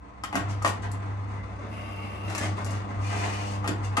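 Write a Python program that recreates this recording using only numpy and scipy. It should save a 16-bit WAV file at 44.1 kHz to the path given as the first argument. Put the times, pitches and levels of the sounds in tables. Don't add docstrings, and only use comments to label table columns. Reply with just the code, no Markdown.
import sys
import numpy as np
from scipy import signal
from scipy.fft import rfft, irfft
from scipy.io import wavfile

SR = 44100
rng = np.random.default_rng(int(sys.argv[2]) if len(sys.argv) > 2 else 0)


def unload_audio(sound):
    columns = np.transpose(np.atleast_2d(sound))
    steps = np.round(np.clip(columns, -1, 1) * 32767)
    wavfile.write(sys.argv[1], SR, steps.astype(np.int16))


N = 176400
TIME = np.arange(N) / SR

# (frequency [Hz], relative level [dB])
RUMBLE_SPECTRUM = [(22, -74), (35, -20), (50, 5), (66, 18), (85, 8.5), (130, 3), (200, -46), (400, -92)]
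# (frequency [Hz], time to fall 60 dB [s])
SHED_DECAY = [(150, 0.35), (1000, 0.26), (4000, 0.28), (11000, 0.15)]
# (frequency [Hz], left minus right [dB])
LEFT_TILT = [(100, 0.5), (200, -6.5), (350, 3), (700, 2), (1200, 4.5), (2100, 1), (3800, 7), (6500, 6.5),
             (8500, 5.5), (11000, -2.5)]
# (time [s], level [dB])
HUM_ENVELOPE = [(0, -80), (.28, -51.5), (.39, -37.5), (.445, -26.5), (.6, -31.5), (.7, -31), (.79, -39),
                (.87, -31.5), (1.27, -32.5), (1.52, -39.5), (2.17, -39), (2.3, -29), (2.38, -41.5),
                (2.46, -28), (2.53, -27), (2.59, -39), (2.65, -30.5), (2.76, -30), (2.89, -38.5),
                (3.0, -29), (3.3, -32), (3.71, -31.5), (3.92, -28.5), (4, -34)]
# (harmonic of the hum [number], relative level [dB])
BUZZ_HARMONICS = [(2, -2.5), (3, -4.5), (5, -9), (6, -8.5), (7, -5), (8, -7.5), (9, -5), (10, -22),
                  (11, -2), (12, -15.5)]
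# (time [s], buzz level [dB], gear whirr level [dB])
DRIVE_LOAD = [(0, -60.5, -50), (.22, -57, -50.5), (.4, -47.5, -38.5), (.8, -62.5, -41), (1.1, -51.5, -42),
              (1.6, -66, -42), (1.8, -49, -42), (2.2, -48.5, -43), (2.6, -49.5, -39), (2.9, -49, -39.5),
              (3.25, -42, -44), (3.6, -42.5, -41), (4, -56, -38)]
# (frequency [Hz], relative level [dB])
GEAR_SPECTRUM = [(100, -4), (200, -4), (280, 1.5), (420, -7.5), (700, -4.5), (1050, -2.5), (1550, -12.5),
                 (2000, -13.5), (2900, -24), (4500, -31.5), (9000, -37), (13000, -67)]
# (frequency [Hz], relative level [dB])
TURNTABLE_SPECTRUM = [(500, -3), (1500, -1.5), (2200, 3), (2850, 1.5), (4000, -16.5), (4900, -10),
                      (5700, -17.5), (9000, -19), (11500, -12.5), (12800, -59)]
# (time [s], hold [s], pitch [Hz], level [dB])
SQUEAK_CUES = [(1.362, 0.084, 2000, -55), (1.792, 0.26, 2200, -54), (1.764, 0.61, 2750, -53.5),
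               (2.376, 0.043, 1722, -40), (2.437, 0.023, 2061, -39.5), (2.434, 0.027, 3160, -46),
               (3.054, 0.38, 2420, -49), (3.065, 0.41, 2918, -52), (3.2, 0.06, 865, -48)]
# (time of full pressure [s], rise [s], hold [s], fall [s], body level [dB], hiss level [dB])
SCRAPE_CUES = [(0.498, 0.017, 0.012, 0.015, -57, -47), (0.825, 0.0064, 0.024, 0.0078, -36.5, -48),
               (2.284, 0.014, 0.022, 0.022, -36, -49.5), (2.422, 0.065, 0.028, 0.035, -35.5, -42),
               (2.571, 0.0078, 0.021, 0.03, -36.5, -50), (2.685, 0.0057, 0.082, 0.018, -42.5, -50.5),
               (3.067, 0.057, 0.48, 0.023, -45, -47), (3.196, 0.088, 0.051, 0.067, -34.5, -49.5),
               (3.836, 0.0088, 0.013, 0.024, -45.5, -45.5)]
# (frequency [Hz], relative level [dB])
SCRAPE_BODY_SPECTRUM = [(200, -13), (320, 2), (500, -4.5), (800, 3.5), (1100, -1.5), (1500, -5.5),
                        (2000, -3), (2800, -21), (4000, -17.5), (8000, -60)]
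# (frequency [Hz], relative level [dB])
SCRAPE_HISS_SPECTRUM = [(1000, -14), (2000, 1.5), (2700, 13.5), (3800, 2), (4800, 7), (7500, 4.5),
                        (9200, 0.5), (11700, -7.5), (13300, -53)]
# (time [s], thud [dB], clang [dB], tick [dB], pitch of the part struck [Hz])
KNOCK_CUES = [(0.2359, -40, -26.5, -34, 1266), (0.327, -33, -25, -44.5, 1160),
              (0.344, -25.5, -29, -45, 2070), (0.3544, -24.5, -19.5, -28.5, 1480),
              (0.372, -30, -30, -39, 1293), (.394, -35, -31, -47, 1610), (0.618, -43, -29.5, -65, 1232),
              (0.6238, -55, -71, -37.5, 1900), (.647, -22.5, -12.5, -29.5, 1147), (.66, -27, -24, -31, 990),
              (0.675, -30, -29, -28, 970), (0.693, -20.5, -42, -36, 870), (0.852, -42, -31, -82, 965),
              (0.9157, -62, -88, -37.5, 1900), (2.299, -31.5, -34, -38.5, 960), (2.325, -44, -37, -44, 899),
              (2.3492, -45, -30.5, -30, 960), (2.38, -35, -30, -30.5, 1780), (2.412, -33, -30, -39, 620),
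              (2.434, -30, -29.5, -40, 1190), (2.458, -27.5, -33, -48, 299), (2.581, -42, -34, -62, 1065),
              (2.646, -51, -66, -34.5, 1900), (2.663, -34, -33, -40, 890), (2.707, -43, -62, -38, 1940),
              (3.6425, -45, -25, -48, 1180), (3.66, -25.5, -30, -50, 296),
              (3.6754, -29.5, -25.5, -30, 1430), (3.69, -19.5, -30.5, -39, 1750),
              (3.746, -30, -58, -72, 279), (3.969, -38, -15.5, -28, 1267), (3.981, -22, -24.5, -35, 930)]
# (frequency [Hz], relative level [dB], time to fall 60 dB [s])
FRAME_MODES = [(293, 4, 0.067), (580, -3.5, 0.049), (674, -1.5, 0.054), (803, -1, 0.028),
               (866, -7.5, 0.076), (1113, 0.5, 0.038), (1343, -6, 0.036), (1407, -1.5, 0.039),
               (1871, -3.5, 0.056), (7340, -1, 0.039)]
# (frequency [Hz], relative level [dB])
CRACK_SPECTRUM = [(60, -26), (190, -3), (290, 11), (430, -4), (800, 4), (1300, -3), (1900, 0), (3000, -1.5),
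                  (4000, -9.5), (7000, -9), (9500, -8.5), (11500, -11.5), (14000, -43)]

RUMBLE_DB, RUMBLE_FADE_DB_PER_S, RUMBLE_WIDTH = -45.5, .8, .3
SHED_BUILD_S, MONO_BELOW_HZ = .00044, 385
SWIVEL_START_S, SWIVEL_END_S = 1.0, 3.2
DRIVE_WET_DB, DRIVE_LEAD_S = 6.5, .00046
KNOCK_WET_DB, KNOCK_LEAD_S = .5, .00018
HUM_HZ, HUM_WOBBLE_HZ, HUM_FLUTTER_DB = 100.1, .478, 1.1
GEAR_GRAIN_DB, GEAR_FLUTTER_DB = 5, 1.5
RUB_START_S, RUB_END_S, RUB_RISE_S, RUB_FALL_S, RUB_DB = 1.75, 2.3, .059, .03, -49.5
SQUEAK_WIDTH_HZ, SQUEAK_RISE_S, SQUEAK_FALL_S = 80, .023, .0078
FINE_GRAIN_DB, COARSE_GRAIN_DB = 4, 5.5
THUD_HZ, CLANG_HZ, TICK_HZ, KNOCK_ATTACK_S = 261, 1060, 7560, .00034
RING_DB, RING_SPREAD_DB, RING_DETUNE, RING_BUILD_S = -1.5, 1.0, .016, .0018
CRACK_DB, CRACK_T60_S = 4.5, .05
SNAP_DB, SNAP_T60_S, SNAP_ABOVE_HZ = 6.5, .0074, 4200
PART_DB, PART_T60_S = 5.5, .034
LOW_CUT_HZ, HIGH_CUT_HZ = 42, 15700


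def amp(db):
    return 10 ** (np.asarray(db) / 20)


def unit(x):
    return x / np.sqrt(np.mean(x ** 2) + 1e-20)


def at_hz(points, hz):
    freqs, values = np.transpose(points)
    return np.interp(np.log(np.maximum(hz, 1)), np.log(freqs), values)


def envelopes(rows):
    times, *columns = np.transpose(rows)
    return [np.interp(TIME, times, column) for column in columns]


def bins(n):
    return np.arange(n // 2 + 1) * SR / n


def equalise(x, spectrum):
    n = x.shape[-1]
    return irfft(rfft(x) * amp(at_hz(spectrum, bins(n))), n)


def colour(x, spectrum):
    return unit(equalise(x, spectrum))


def drift(rate_hz):
    return unit(irfft(rfft(rng.standard_normal(N)) / (1 + (bins(N) / rate_hz) ** 2), N))


def grains(spread_db):
    size = amp(spread_db * np.minimum(rng.exponential(1, N), 5))
    return size * rng.choice([-1, 1], N) * (rng.random(N) < .1)


def stroke(time, rise, hold, fall):
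    early, late = np.maximum(time - TIME, 0), np.maximum(TIME - time - hold, 0)
    return np.exp(-(early / rise) ** 2 - late / fall)


def chatter(depth):
    return 1 + depth * np.sin(2 * np.pi * HUM_HZ * TIME)


def rumble():
    air = rng.standard_normal(N) + RUMBLE_WIDTH * rng.standard_normal((2, N))
    return amp(RUMBLE_DB - RUMBLE_FADE_DB_PER_S * TIME) * colour(air, RUMBLE_SPECTRUM)


def shed_response():
    n = SR // 2
    t, freqs, tail = TIME[:n], bins(n), 0
    mono, wide = rfft(rng.standard_normal(n)), rfft(rng.standard_normal((2, n)))
    mono_share = 1 / (1 + (freqs / MONO_BELOW_HZ) ** 2)
    field = np.sqrt(mono_share) * mono + np.sqrt(1 - mono_share) * wide
    centres = np.geomspace(100, 12800, 8)
    for hz, weights in zip(centres, np.eye(len(centres))):
        band = irfft(field * at_hz(np.c_[centres, weights], freqs), n)
        tail = tail + band * amp(-60 * t / at_hz(SHED_DECAY, hz))
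    return unit(tail * (1 - np.exp(-t / SHED_BUILD_S))) / np.sqrt(n)


def shed_echoes(x, responses):
    swing = np.interp(TIME, [SWIVEL_START_S, SWIVEL_END_S], [0, np.pi])
    crossfade = np.pi / 2 * np.sin(swing) ** 2
    home, turned = (signal.fftconvolve(x[None], response, axes=1)[:, :N] for response in responses)
    return np.cos(crossfade) * home + np.sin(crossfade) * turned


def in_shed(x, responses, wet_db, lead_s):
    direct = np.array([x, np.interp(TIME - lead_s, TIME, x)])
    return (direct + amp(wet_db) * shed_echoes(x, responses)) / np.sqrt(1 + amp(wet_db) ** 2)


def motor(buzz_db):
    phase = 2 * np.pi * np.cumsum(HUM_HZ + HUM_WOBBLE_HZ * drift(5.56)) / SR
    phase = phase - np.array([[0], [2 * np.pi * HUM_HZ * DRIVE_LEAD_S]])
    hum_db, = envelopes(HUM_ENVELOPE)
    out = amp(hum_db + HUM_FLUTTER_DB * drift(6.4)) * np.sin(phase)
    for harmonic, db in BUZZ_HARMONICS:
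        start_phase = rng.uniform(0, 2 * np.pi)
        gain = amp(buzz_db + db + 1.8 * drift(14))
        out = out + gain * np.sin(harmonic * phase + start_phase + .11 * drift(4.7))
    return np.sqrt(2) * out


def gears(whirr_db):
    return amp(whirr_db + GEAR_FLUTTER_DB * drift(42)) * colour(grains(GEAR_GRAIN_DB), GEAR_SPECTRUM)


def turntable():
    grit = grains(FINE_GRAIN_DB) * chatter(depth=.31)
    pressure = stroke(RUB_START_S, RUB_RISE_S, RUB_END_S - RUB_START_S, RUB_FALL_S)
    return amp(RUB_DB) * pressure * colour(grit, TURNTABLE_SPECTRUM)


def squeaks():
    out = 0
    for time, hold, hz, db in SQUEAK_CUES:
        phase = 2 * np.pi * hz * TIME
        tone = drift(SQUEAK_WIDTH_HZ) * np.sin(phase) + drift(SQUEAK_WIDTH_HZ) * np.cos(phase)
        out = out + amp(db) * stroke(time, SQUEAK_RISE_S, hold, SQUEAK_FALL_S) * tone
    return out


def scrapes():
    body_gain = sum(amp(db) * stroke(*timing) for *timing, db, _ in SCRAPE_CUES)
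    hiss_gain = sum(amp(db) * stroke(*timing) for *timing, _, db in SCRAPE_CUES)
    body = colour(grains(COARSE_GRAIN_DB) * chatter(depth=.15), SCRAPE_BODY_SPECTRUM)
    hiss = colour(grains(FINE_GRAIN_DB), SCRAPE_HISS_SPECTRUM)
    return body_gain * body + hiss_gain * hiss


def frame_ring(t, contact_eq):
    hz, db, t60 = np.transpose(FRAME_MODES)
    detune, uneven = rng.standard_normal((2, len(hz)))
    decay = amp(-60 * t / t60[:, None])
    modes = decay * np.sin(2 * np.pi * np.outer(hz * (1 + RING_DETUNE * detune), t))
    strength = amp(RING_DB + db + at_hz(contact_eq, hz) + RING_SPREAD_DB * uneven)
    return (strength * rng.choice([-1, 1], len(hz))) @ modes


def knocks():
    n = SR // 3
    t, out = TIME[:n], np.zeros(N + SR)
    snap_band = signal.butter(3, [SNAP_ABOVE_HZ, 2 * SNAP_ABOVE_HZ], "band", fs=SR, output="sos")
    attack, bloom = 1 - np.exp(-t / KNOCK_ATTACK_S), 1 - np.exp(-t / RING_BUILD_S)
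    for time, thud_db, clang_db, tick_db, part_hz in KNOCK_CUES:
        contact_eq = [(THUD_HZ, thud_db), (CLANG_HZ, clang_db), (TICK_HZ, tick_db)]
        ring = frame_ring(t, contact_eq)
        crack = equalise(colour(rng.standard_normal(n), CRACK_SPECTRUM), contact_eq)
        crack *= amp(CRACK_DB - 60 * t / CRACK_T60_S)
        snap = unit(signal.sosfilt(snap_band, rng.standard_normal(n)))
        snap *= amp(tick_db + SNAP_DB - 60 * t / SNAP_T60_S)
        part = np.sin(2 * np.pi * part_hz * t)
        part *= amp(PART_DB + at_hz(contact_eq, part_hz) - 60 * t / PART_T60_S)
        start = int(time * SR)
        out[start:start + n] += (snap + crack + (part + ring) * bloom) * attack
    return out[:N]


def scene():
    buzz_db, whirr_db = envelopes(DRIVE_LOAD)
    shed = shed_response(), shed_response()
    drive = gears(whirr_db) + scrapes() + turntable() + squeaks()
    mix = in_shed(drive, shed, DRIVE_WET_DB, DRIVE_LEAD_S) + motor(buzz_db) + rumble()
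    mix += in_shed(knocks(), shed, KNOCK_WET_DB, KNOCK_LEAD_S)
    tilt_db = at_hz(LEFT_TILT, bins(2 * N)) * np.array([[.5], [-.5]])
    return irfft(rfft(mix, 2 * N) * amp(tilt_db))[:, :N]


def record(dry):
    low_cut = signal.butter(3, LOW_CUT_HZ, "high", fs=SR, output="sos")
    high_cut = signal.ellip(10, .2, 80, HIGH_CUT_HZ, fs=SR, output="sos")
    return signal.sosfilt(high_cut, signal.sosfilt(low_cut, dry))


dry = scene()
out = record(dry)
unload_audio(out)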